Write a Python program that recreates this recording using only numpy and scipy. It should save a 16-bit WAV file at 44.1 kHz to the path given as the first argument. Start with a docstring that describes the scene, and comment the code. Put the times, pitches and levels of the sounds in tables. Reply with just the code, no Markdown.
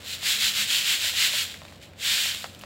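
"""A tiled yard: dry seeds shaken in a round mesh sieve, about six strokes a second, then tossed once.
Each surge is thousands of tiny husk contacts. The heap settles, flies and rains back down
while strays tick on mesh and tiles. The plastic rim knocks lightly.
Outdoor rumble and a faint low hum lie behind. Mono."""
import sys
import numpy as np
from scipy import signal
from scipy.fft import rfft, irfft, next_fast_len
from scipy.io import wavfile

SR = 44100
rng = np.random.default_rng(int(sys.argv[2]) if len(sys.argv) > 2 else 0)


def store_wav(level_fs):
    """Save 16-bit WAV to argv[1]."""
    pcm = np.round(np.clip(np.atleast_2d(level_fs), -1, 1) * 32767)
    wavfile.write(sys.argv[1], SR, pcm.T.astype(np.int16))


N = 116865
TIME = np.arange(N) / SR


def from_db(db):
    """Decibels to gain."""
    return 10 ** (np.asarray(db) / 20)


def unit_rms(x):
    """Scale to rms 1."""
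    return x / np.sqrt(np.mean(x ** 2) + 1e-20)


def coloured(x, spectrum):
    """Minimum-phase filter from (freq_hz, gain_db) rows; output rms 1."""
    size = 2 * next_fast_len(N)
    freq_hz, gain_db = np.transpose(spectrum)
    grid_hz = np.maximum(np.arange(size // 2 + 1) * SR / size, 1)
    gain = from_db(np.interp(np.log(grid_hz), np.log(freq_hz), gain_db))
    cepstrum = irfft(np.log(gain))
    cepstrum[1:size // 2] *= 2
    cepstrum[size // 2 + 1:] = 0
    return unit_rms(irfft(rfft(x, size) * np.exp(rfft(cepstrum)))[:N])


def resonance(x, centre_hz, width_hz):
    """Band-pass, peak gain 1."""
    r = np.exp(-np.pi * width_hz / SR)
    feedback = [1, -2 * r * np.cos(2 * np.pi * centre_hz / SR), r * r]
    return signal.lfilter(np.array([1, 0, -1]) * (1 - r * r) / 2, feedback, x + 1e-18)


def drift(rate_hz):
    """Slow random wander, rms 1."""
    r = np.exp(-2 * np.pi * rate_hz / SR)
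    return unit_rms(signal.lfilter([1], [1, -2 * r, r * r], rng.standard_normal(2 * N))[N:])


def contacts(per_s, spread_db=0):
    """Random uneven clicks, at most one a sample; same mean power at any rate."""
    chance = np.clip(per_s / SR, 1e-4, 1)
    sizes = from_db(spread_db * np.minimum(rng.exponential(1, N), 4)) * rng.standard_normal(N)
    return sizes * (rng.random(N) < chance) / np.sqrt(chance)


def decay(start_s, t60_s):
    """Step to 1, then exponential fall."""
    return (TIME >= start_s) * from_db(-60 * np.clip((TIME - start_s) / t60_s, 0, 4))


# Outdoor noise spectrum: freq_hz, gain_db
AIR_SPECTRUM = [(25, -41), (35, -26), (45, -13), (65, 1), (110, -2), (170, -6), (280, -6.5), (400, -11),
                (560, -6), (900, -15.5), (1600, -19), (4000, -24), (9000, -46), (15000, -41)]


def air(level_db=-51):
    """Steady outdoor rumble."""
    return from_db(level_db) * coloured(rng.standard_normal(N), AIR_SPECTRUM)


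# Hum tones: pitch_hz, level_db
HUM_TONES = [(91, -59.5), (120, -67.5), (159, -65), (206, -61)]


def hum(wander_hz=1.26, waver_db=4):
    """Low tones, each wavering in pitch and level."""
    out = 0
    for pitch_hz, level_db in HUM_TONES:
        phase = 2 * np.pi * np.cumsum(pitch_hz + wander_hz * drift(rate_hz=4.56)) / SR
        out += np.sqrt(2) * from_db(level_db + waver_db * drift(rate_hz=6.4)) * np.sin(phase)
    return out


# Loose-seed envelope: time_s, level_db
STRAY_LEVELS = [(0, -47.5), (1.5, -56.5), (1.72, -51), (1.82, -61), (1.89, -63), (1.95, -85), (2.3, -56),
                (2.42, -48), (2.5, -53.5), (2.57, -55.5), (2.65, -51)]
# Single-seed spectrum: freq_hz, gain_db
STRAY_SPECTRUM = [(400, -14), (800, -8.5), (1700, 0.5), (4000, 1.5), (6000, -8), (7400, -4), (9500, -12.5),
                  (15500, -15)]


def strays():
    """Loose seeds hop singly in a thin patter."""
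    envelope = from_db(np.interp(TIME, *np.transpose(STRAY_LEVELS)))
    return envelope * coloured(contacts(per_s=2500), STRAY_SPECTRUM)


# Surges over the mesh; the last three are the tossed heap landing:
# crest_s, level_db, rise_s, fall_s, body_db, treble_db, focus_hz, focus_db
HEAP_SURGES = [(0.132, -30, 0.058, 0.025, -1.5, -0.5, 4100, 2.5),
               (0.296, -20.5, 0.048, 0.054, 0.5, 1.2, 4150, 2), (0.452, -20, 0.049, 0.041, 0.5, 1, 4030, 3),
               (0.602, -21, 0.049, .035, .3, .5, 4100, 1), (.739, -20, 0.046, 0.065, -1.5, -.5, 3150, 3),
               (.908, -20.5, 0.054, 0.048, 0.8, 1, 3170, 1.5),
               (1.072, -22.5, 0.061, 0.034, 0.6, 1, 2700, -0.5),
               (1.236, -19, 0.061, 0.041, 2, 1, 2780, 1.5), (1.389, -23, .065, 0.041, 0.9, 1.2, 3500, 0.5),
               (1.515, -39.5, 0.033, 0.026, 0.5, -2, 3400, 2.5),
               (1.836, -45, 0.019, 0.019, 2.5, 1, 3000, 3), (2.102, -21, 0.06, 0.1, 0.3, 0.1, 3500, 2),
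               (2.246, -24, 0.055, 0.063, 0.5, 0.4, 2980, 1.5), (2.37, -36.5, .04, 0.064, 0, 2, 3620, 2)]
# Husk-on-husk and husk-on-mesh spectrum: freq_hz, gain_db
HUSK_SPECTRUM = [(300, -37.5), (600, -25.5), (1150, -19.5), (1550, -9.5), (2300, -5), (3100, -0.85),
                 (4100, -2), (5000, -7), (6200, -12), (7400, -7), (8300, -12.5), (9500, -17),
                 (12500, -17.5), (15500, -18)]


def heap_rustle(gain_db=-3, settle_db=-5, settle_t60_s=0.5):
    """More motion gives denser, louder husk contacts; each surge has its own tint, then settles."""
    surges = []
    for crest_s, level_db, rise_s, fall_s, *_ in HEAP_SURGES:
        distance = np.abs(TIME - crest_s) / np.where(TIME < crest_s, rise_s, fall_s)
        surges.append(from_db(level_db) ** 2 * np.exp(-distance ** 2.59))  # flat-topped bell
    power = sum(surges) + 1e-12
    pole = from_db(-60 / (settle_t60_s * SR)) ** 2
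    motion = power + from_db(settle_db) ** 2 * signal.lfilter([1 - pole], [1, -pole], power)
    contacts_per_s = 8000 + 60000 * motion / from_db(-20) ** 2
    grains = coloured(contacts(contacts_per_s, spread_db=1.1), HUSK_SPECTRUM)
    body = resonance(grains, centre_hz=1730, width_hz=1730)
    treble = resonance(grains, centre_hz=11000, width_hz=5500)
    out = grains
    for surge, (*_, body_db, treble_db, focus_hz, focus_db) in zip(surges, HEAP_SURGES):
        focus = resonance(grains, focus_hz, width_hz=290)
        bands = [(body, body_db), (treble, treble_db), (focus, focus_db)]
        tint = sum((from_db(boost_db) - 1) * band for band, boost_db in bands)
        out = out + surge / power * tint
    return from_db(gain_db) * np.sqrt(motion) * out


# Knocks on the rim: start_s, force_db
RIM_KNOCKS = [(.229, -31.5), (1.045, -29.5), (1.137, -33), (1.337, -27), (1.618, -31), (1.651, -33),
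              (1.724, -38), (2.258, -28), (2.4431, -17.5), (2.637, -26)]
# Plastic rim modes: pitch_hz, gain_db, t60_s
RIM_MODES = [(623, -8.5, 0.027), (774, -9.5, 0.011), (1020, -7.5, .008), (1180, -10, 0.0042),
             (1800, -15, 0.017), (2450, -13, .005), (4530, -14, 0.0046)]


def rim_knocks(shiver_db=-23, shiver_t60_s=0.055, radiated_hz=(500, 5000)):
    """Each knock and the frame's brief shiver ring the thin rim's damped modes."""
    force, out = np.zeros(N), 0
    for start_s, force_db in RIM_KNOCKS:
        force[int(start_s * SR)] += from_db(force_db)
        shiver = decay(start_s, shiver_t60_s) * rng.normal(0, 0.5, N)
        force += from_db(force_db + shiver_db) * shiver
    for pitch_hz, gain_db, t60_s in RIM_MODES:
        r = from_db(-60 / (t60_s * SR))
        r_cos = r * np.cos(2 * np.pi * pitch_hz / SR)
        out -= from_db(gain_db) * signal.lfilter([1, -r_cos], [1, -2 * r_cos, r * r], force + 1e-18)
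    return signal.sosfilt(signal.butter(2, radiated_hz, "band", fs=SR, output="sos"), out)


# Hard seed landings: start_s, level_db, ring_hz, crack_db
SEED_TICKS = [(1.542, -27.5, 1940, -28), (1.652, -43, 3580, -16), (1.683, -42.5, 2550, -22),
              (1.934, -44.5, 2000, -28), (1.961, -57, 3700, -28), (2.347, -24, 3200, -25),
              (2.548, -43, 3500, -3), (2.592, -46.5, 7360, 0), (2.598, -43, 2700, -12),
              (2.612, -45, 2700, 3), (2.619, -43, 3600, -1)]


def seed_ticks(t60_s=0.021):
    """A seed hits hard: short crack, broad ring."""
    out = 0
    for start_s, level_db, ring_hz, crack_db in SEED_TICKS:
        crack = rng.standard_normal(N)
        ring = unit_rms(resonance(crack, ring_hz, width_hz=0.21 * ring_hz))
        out += from_db(level_db) * decay(start_s, t60_s) * (ring + from_db(crack_db) * crack)
    return out


# Floor and wall reflections: delay_s, gain_db
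YARD_ECHOES = [(.0031, -20), (0.0133, -14), (0.0171, -15)]


def yard(x):
    """Direct sound plus near echoes."""
    return x + sum(from_db(gain_db) * np.interp(TIME - delay_s, TIME, x, left=0)
                   for delay_s, gain_db in YARD_ECHOES)


def scene():
    """All sources, same in both channels."""
    mono = heap_rustle() + yard(strays() + seed_ticks() + rim_knocks()) + air() + hum()
    return np.array([mono, mono])


def record(dry):
    """Steep treble cut."""
    cutoff_hz = 15800
    return signal.sosfilt(signal.ellip(12, 0.1, 80, cutoff_hz, fs=SR, output="sos"), dry)


dry = scene()
out = record(dry)
store_wav(out)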